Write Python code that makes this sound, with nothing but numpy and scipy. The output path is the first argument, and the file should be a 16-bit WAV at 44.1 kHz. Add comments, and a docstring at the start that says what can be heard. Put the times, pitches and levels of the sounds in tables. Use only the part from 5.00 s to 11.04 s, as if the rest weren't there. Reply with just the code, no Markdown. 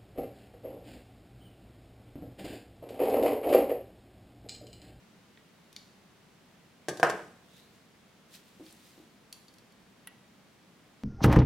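"""Steel punch pliers are put down on a workbench, close to a stereo microphone: nose first, then a loud
knock and a rattle, from a push on the board, its ringing modes and a burst of steel noise.
Before that the punch tube shifts in a leather strap and the jaws click. Afterwards fingers rub leather and grips
(swelling hiss), more small clicks (brief noise and a ring) follow as the pliers are picked up, and the punch snaps
through. Behind it all lies a small workroom with a steady low rush of air (coloured noise)."""
import sys
import numpy as np
from scipy import signal
from scipy.fft import rfft, irfft, next_fast_len
from scipy.io import wavfile
from scipy.ndimage import uniform_filter1d

SR = 44100
rng = np.random.default_rng(int(sys.argv[2]) if len(sys.argv) > 2 else 0)


def to_wav(s):
    """Save 16-bit WAV."""
    ch = np.atleast_2d(s).T  # columns
    pcm = np.round(np.clip(ch, -1, 1) * 32767)  # PCM
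    wavfile.write(sys.argv[1], SR, pcm.astype(np.int16))


N = 266187

# Ventilation and faint hiss in the room: (frequency [Hz], density [dB per Hz])
AIR_SPECTRUM = [(12, -55.5), (20, -25), (154, -4), (187, 0.5), (228, -2.5), (262, -6), (472, -10.5),
                (558, -12), (607, -12), (1400, -16), (2140, -17), (2600, -18.5), (3340, -19.5),
                (13900, -33.5), (16000, -34.5)]
# How alike the air is at left and right: (frequency [Hz], likeness [0-1])
AIR_LIKENESS = [(60, 0.84), (150, 0.9), (380, 0.72), (950, 0.57), (2380, 0.49), (5980, 0.23), (15000, 0.04)]
# How alike the room's answer is at left and right: (frequency [Hz], likeness [0-1])
ROOM_LIKENESS = [(300, .99), (800, 0.98), (1600, 0.53), (4000, 0.92), (10000, .1)]
# Decay of the workroom's tail: (frequency [Hz], t60 [s])
ROOM_DECAY = [(120, 1), (400, 0.42), (1500, .5), (4000, 0.52), (9000, 0.71), (15000, 0.69)]
# Skin on leather: (frequency [Hz], density [dB per Hz])
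SKIN_SPECTRUM = [(710, -37), (1200, -11), (1700, -6.5), (2320, -4), (3740, -0.5), (4550, -3),
                 (14500, -10.5), (16000, -13)]
# A hand slides on leather or grips: (time at its fastest [s], hiss level [dB], length [s],
# narrow swish over the hiss [dB])
HAND_STROKES = [(2.575, -62.5, 0.3, -2), (2.76, -70.5, 0.08, -14), (3.349, -51, 0.086, -10),
                (3.486, -66, 0.23, -18), (3.68, -60.5, 0.16, -22), (3.868, -61, 0.45, -18)]
# The punch tube shifts in the strap, later breaks through and seats:
# (time [s], level [dB], crispness from 9 kHz up [dB])
PUNCH_SNAPS = [(0.3727, -53, -36), (5.0719, -41, 1), (5.0757, -51, -19)]
# Leather giving way: (frequency [Hz], density [dB per Hz])
LEATHER_SPECTRUM = [(410, -60), (700, -26), (875, -12), (1300, -14), (1950, -1.5), (2300, -10),
                    (2630, -6.5), (3790, -6), (5190, -25), (6070, -19), (6480, -26), (8210, -23),
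                    (11300, -3.5), (12800, -20), (16000, -14.5)]
# Ring of the closed jaws: (frequency [Hz], level [dB], t60 [s])
ANVIL_MODES = [(1741, -8, .05), (1941, 0, .14), (2240, -10, .09), (3060, -11, .08), (10630, -10, .03),
               (11234, -7, .03)]
# The jaws and the punch wheel click: (time [s], level [dB], pitch that the contact favours [Hz],
# crispness from 9 kHz up [dB])
JAW_CLICKS = [(0.7276, -55, 4000, 10), (0.7627, -40, 4200, -2.5), (3.6634, -55, 2810, 0),
              (3.7074, -57.5, 6130, 6), (3.725, -55, 8520, 17), (4.326, -41.5, 4030, 8),
              (4.4816, -54, 4580, -1), (4.5388, -60.5, 4500, 12.5), (4.5831, -58.5, 4500, 6),
              (4.7215, -64.5, 11000, -1)]
# Steel slipping in the jaws: (frequency [Hz], density [dB per Hz])
JAW_SPECTRUM = [(900, -33), (2200, -3.5), (2800, -11.5), (3400, -3.5), (3900, -3.5), (4400, -0.5),
                (5200, -7), (7100, -10), (9000, -14), (10500, -10.5), (13800, -18.5), (16000, -22)]
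# Ring of the pliers: (frequency [Hz], level [dB], t60 [s])
PLIER_MODES = [(3500, -7, .13), (4394, -4, .2), (4484, 0, .33), (5810, -9, .18), (7140, -10, .17),
               (7215, -7, .14), (10510, -15, .15)]
# The hand lands on the grips and pushes off: (time [s], level [dB])
PALM_PUSHES = [(3.598, -49), (3.606, -47), (3.978, -53.5), (4.000, -51.5), (4.022, -60)]
# Dull push of flesh and rubber: (frequency [Hz], density [dB per Hz])
PALM_SPECTRUM = [(60, -23), (200, -19.5), (320, 4.5), (420, -10.5), (520, -11.5), (800, -20), (1500, -36),
                 (4000, -62)]
# The pliers meet the bench: (time [s], knock level [dB], steel rattle level [dB])
BENCH_BLOWS = [(1.8847, -27, -34.5), (1.8914, -32, -38), (1.9145, -27.5, -54.5), (1.972, -47.5, -46),
               (1.9980, -29.5, -43.5), (2.0299, -15, -33.5), (2.0311, -18.5, -36.5), (2.0340, -17.5, -41.5),
               (2.0482, -20.5, -43.5), (2.0686, -24, -46.5), (2.0920, -29, -47.5), (2.0985, -27.5, -36.5)]
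# The bench top with the pliers on it: (frequency [Hz], level [dB], t60 [s])
BENCH_MODES = [(377, -13, .17), (421, -14, .17), (512, -11, .18), (643, -8, .14), (761, -7, .13),
               (922, -12, .13), (1082, -9, .13), (1195, -11, .11), (1251, -11, .11), (1527, -7, .12),
               (1595, -8, .11), (1650, -9, .12), (1740, -12, .09), (2421, -17, .08), (2860, -17, .06),
               (3110, -19, .06)]
# Steel chattering on the bench: (frequency [Hz], density [dB per Hz])
RATTLE_SPECTRUM = [(800, -22.5), (1300, -21), (1660, 8), (2000, -7.5), (2600, -3), (4000, 0), (5600, 0.5),
                   (8200, -3.5), (11000, -10), (16000, -19.5)]
# The bench's answer to the steel nose, before blending: (frequency [Hz], density [dB per Hz])
NOSE_PUSH = [(25, -54), (60, -25), (100, -9), (145, -3.5), (240, -9.5), (320, 0.5), (500, -1.5), (640, 0),
             (800, -6.5), (1330, -17.5), (1620, -3), (2000, -12), (3400, -22), (7000, -39)]
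# The bench's answer to the pliers' whole side, before blending: (frequency [Hz], density [dB per Hz])
SIDE_PUSH = [(25, -50), (60, -29), (100, -22.5), (185, -13.5), (250, -18.5), (400, -5.5), (660, -5),
             (850, -5.5), (1330, -0.5), (1580, -3.5), (2000, -11.5), (2900, -10.5), (3500, -17.5),
             (7000, -38.5)]

TOP_HZ = 15950  # upper band limit of the sound
AIR_DB = -60
STROKE_RANGE_DB = 14.5  # swell from a stroke's ends to its peak
STROKE_RISE = 0.46  # share of a stroke's length spent speeding up
SWISH_HZ, SWISH_WIDTH_HZ = 3750, 330  # pitch at the stroke's peak, half width of the band
SWISH_GLIDE_OCTAVES = 0.45  # rise over a stroke
LIFT_S = 4.1  # the pliers leave the bench
DAMPED_RING_DB, FREE_RING_DB = -36, -18  # their ring against leather or bench, and held in the air
TIP_S, TIP_LENGTH_S = 1.97, 0.06  # the pliers start to tip from nose to side, and the time that takes
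NOSE_FLAT, SIDE_FLAT = 0.05, 0.9  # how flat they land before and after (0 nose - 1 side)
# bare steel knocks brightly and rattles; the rubber grips do neither
HARD_HZ, HARD_RATTLE_DB = 4200, -33.5  # knock's treble limit at this rattle level
SOFTEN_DB_PER_OCTAVE = 6  # drop in rattle that lowers that limit by an octave
T = np.arange(int(.7 * SR)) / SR  # time within one short sound [s]
IMPULSE = 1.0 * (T == 0)


def amp(db):
    """Decibels to gain."""
    return 10 ** (np.asarray(db) / 20)


def unit(x):
    """Scale to rms 1."""
    return x / np.sqrt(np.mean(x ** 2) + 1e-20)


def onset_unit(x):
    """Scale so that the first 4 ms have rms 1."""
    return x / np.sqrt(np.mean(x[..., :SR // 250] ** 2) + 1e-20)


def along(points, hz):
    """Read (Hz, value) points on a log axis."""
    f, v = np.transpose(points)
    return np.interp(np.log(hz + 1), np.log(f + 1), v)


def coloured(x, gain):
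    """Causal (minimum-phase) filter with the given gain against frequency."""
    n = x.shape[-1]
    m = 2 * next_fast_len(n)
    log_gain = np.log(np.maximum(gain(np.fft.rfftfreq(m, 1 / SR)), 1e-6))
    cepstrum = irfft(log_gain, m)
    # folding the cepstrum onto positive time makes the phase minimum
    cepstrum[1:m // 2] *= 2
    cepstrum[m // 2 + 1:] = 0
    response = np.exp(rfft(cepstrum))
    return irfft(rfft(x, m) * response, m)[..., :n]


def shaped(x, spectrum):
    """Give x the colour of (Hz, dB) points."""
    return coloured(x, lambda hz: amp(along(spectrum, hz)))


def favour(hz, centre_hz, lift_db, octaves):
    """Where a thing is struck decides which part of its range speaks most."""
    distance = np.log2((hz + 1) / centre_hz) / octaves
    return amp(lift_db * (np.exp(-distance ** 2) - 1))


def pair(alike, size):
    """Two white noises, left and right, that are as alike as the (Hz, likeness) points say."""
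    m = next_fast_len(size)
    likeness = np.clip(along(alike, np.fft.rfftfreq(m, 1 / SR)), -1, 1)
    turn = np.arccos(likeness) / 2
    spectra = rfft(rng.standard_normal((2, m))) * [np.cos(turn), np.sin(turn)]
    mid, side = irfft(spectra, m)[:, :size]
    return np.array([mid + side, mid - side])


def fade(t60):
    """Exponential decay, 60 dB down at t60."""
    return np.exp(-np.log(1000) * T / np.maximum(t60, 1e-4))


def ring(modes, scatter_db):
    """Damped modes of alternating sign, struck at slightly new strengths each time."""
    out = np.zeros(len(T))
    for k, (hz, db, t60) in enumerate(modes):
        strength = amp(db + scatter_db * rng.standard_normal())
        out += (-1) ** k * strength * fade(t60) * np.sin(2 * np.pi * hz * T)
    return out


def crack(spectrum, crisp_db, length):
    """A few milliseconds of noise for tiny slips that swell and stop."""
    u = T / length
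    burst = pair([(3000, 0.95), (12000, 0.6)], len(T)) * u * np.exp(-u * u)
    return shaped(onset_unit(shaped(burst, spectrum)), [(5000, 0), (9000, crisp_db)])


def in_room(x, early_db, early_t60, late_db, treble_db):
    """Quick scatter off nearby things, then the room's tail; hands shade the treble that reaches the walls."""
    hz, t, z = signal.stft(pair(ROOM_LIKENESS, len(T)), SR, nperseg=256)
    decay = np.exp(-np.log(1000) * t / along(ROOM_DECAY, hz)[:, None])
    late = signal.istft(z * decay, SR, nperseg=256)[1][:, :len(T)]
    late = unit(late * np.clip((T - .004) / 0.016, 0, 1))  # the tail builds up from 4 to 20 ms
    late = shaped(late, [(2500, 0), (11000, treble_db)])
    early = unit(pair(ROOM_LIKENESS, len(T)) * fade(early_t60) * (T > .002))
    answer = amp(early_db) * early + amp(late_db) * late
    answer = answer / np.sqrt(len(T))  # energy now relative to the direct sound
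    return x + signal.fftconvolve(np.atleast_2d(x), answer, axes=1)[:, :len(T)]


def add(track, s, x):
    """Mix x into the track at time s."""
    start = round(s * SR)
    track[:, start:start + x.shape[-1]] += x[:, :N - start]


def air():
    """The steady rush of ventilation and a faint hiss: coloured noise, wider towards the treble."""
    return amp(AIR_DB) * unit(shaped(pair(AIR_LIKENESS, N), AIR_SPECTRUM))


def swish(hz):
    """A narrow band of noise that follows a pitch curve."""
    slow = coloured(rng.standard_normal((2, N)), lambda f: 1 / (1 + (f / SWISH_WIDTH_HZ) ** 2))
    return unit(slow * np.cos(2 * np.pi * np.cumsum(hz) / SR))


def rubbing():
    """Skin catches on the leather's grain: each stroke swells a hiss of uneven slips with a rising swish."""
    out = np.zeros((2, N))
    unevenness = unit(uniform_filter1d(rng.standard_normal(N), size=90))  # about 2 ms per slip
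    grain = amp(1.38 * unevenness)
    hiss = unit(shaped(pair([(2000, 0.84), (10000, 0.37)], N) * grain, SKIN_SPECTRUM))
    for s, db, length, swish_db in HAND_STROKES:
        progress = (np.arange(N) / SR - s) / length  # 0 at the fastest moment
        drop = np.maximum(-progress / STROKE_RISE, progress / (1 - STROKE_RISE))
        level = amp(db - STROKE_RANGE_DB * drop)
        band = swish(SWISH_HZ * 2 ** (SWISH_GLIDE_OCTAVES * np.clip(progress, -1, 1)))
        out += level * (hiss + amp(swish_db) * band)
    return out


def palm():
    """Soft flesh on the rubber grips gives only a dull push into the bench."""
    out = np.zeros((2, N))
    thud = onset_unit(shaped(IMPULSE, PALM_SPECTRUM))
    for s, db in PALM_PUSHES:
        add(out, s, amp(db) * in_room(thud, early_db=-1.5, early_t60=0.24, late_db=-3.5, treble_db=-3))
    return out


def clicks():
    """Steel slips on steel as the pliers are handled; it rings more once they are lifted clear."""
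    out = np.zeros((2, N))
    for s, db, spot_hz, crisp_db in JAW_CLICKS:
        slip = crack(JAW_SPECTRUM, crisp_db, length=0.00234)
        slip = coloured(slip, lambda hz: favour(hz, spot_hz, lift_db=7.5, octaves=0.76))
        steel = onset_unit(ring(PLIER_MODES, scatter_db=1.5))
        ring_db = FREE_RING_DB if s > LIFT_S else DAMPED_RING_DB
        click = onset_unit(slip) + amp(ring_db) * steel
        add(out, s, amp(db) * in_room(click, early_db=-7, early_t60=.08, late_db=-5, treble_db=-2))
    return out


def punch():
    """The tube moves in the strap or snaps onto the anvil; leather and fingers damp and shade the ring."""
    out = np.zeros((2, N))
    for s, db, crisp_db in PUNCH_SNAPS:
        jaws = onset_unit(ring(ANVIL_MODES, scatter_db=1))
        jaws = shaped(jaws, [(5000, 0), (9000, crisp_db)])
        snap = crack(LEATHER_SPECTRUM, crisp_db, length=0.0023) + amp(-10.5) * jaws
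        add(out, s, amp(db) * in_room(snap, early_db=-10.5, early_t60=.05, late_db=-5.5, treble_db=-17))
    return out


def bench_knock(flat, rattle_db):
    """A blow pushes the board and rings its modes; the more steel in the contact, the brighter the knock."""
    def push_gain(hz):
        # the weights add up to 1.5, which deepens the contrasts of both spectra
        return amp((1.5 - flat) * along(NOSE_PUSH, hz) + flat * along(SIDE_PUSH, hz))

    push = coloured(IMPULSE, push_gain)
    modes = ring(BENCH_MODES, scatter_db=1.5)
    knock = onset_unit(push) + amp(-16.5) * onset_unit(modes)
    hard_hz = HARD_HZ * 2 ** ((rattle_db - HARD_RATTLE_DB) / SOFTEN_DB_PER_OCTAVE)
    return coloured(knock, lambda hz: 1 / np.sqrt(1 + (hz / hard_hz) ** 4))


def steel_rattle():
    """Steel chatters as a short noise burst while the pliers ring faintly."""
    burst = pair([(2000, 0.97), (9000, 0.39)], len(T)) * fade(0.033)
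    chatter = onset_unit(shaped(burst, RATTLE_SPECTRUM))
    return chatter + amp(-28.5) * onset_unit(ring(PLIER_MODES, scatter_db=3))


def bench():
    """The pliers land in a run of blows, tipping from nose to side; each one knocks and rattles."""
    out = np.zeros((2, N))
    for s, db, rattle_db in BENCH_BLOWS:
        flat = np.interp(s - TIP_S, [0, TIP_LENGTH_S], [NOSE_FLAT, SIDE_FLAT])
        knock = amp(db) * bench_knock(flat, rattle_db)
        steel = amp(rattle_db) * steel_rattle() * amp([[.5], [-.5]])  # slightly left
        add(out, s, in_room(knock, early_db=-6, early_t60=0.075, late_db=-3.0, treble_db=-1))
        add(out, s, in_room(steel, early_db=-5.0, early_t60=.08, late_db=-7.5, treble_db=-1.5))
    return out


def scene():
    """Everything at the bench, over the air of the room."""
    return air() + rubbing() + palm() + clicks() + punch() + bench()


def record(dry):
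    """The stereo microphone's signal keeps nothing above the band limit."""
    m = next_fast_len(N + SR // 2)
    passed = np.fft.rfftfreq(m, 1 / SR) < TOP_HZ
    return irfft(rfft(dry, m) * passed, m)[:, :N]


dry = scene()
out = record(dry)
to_wav(out)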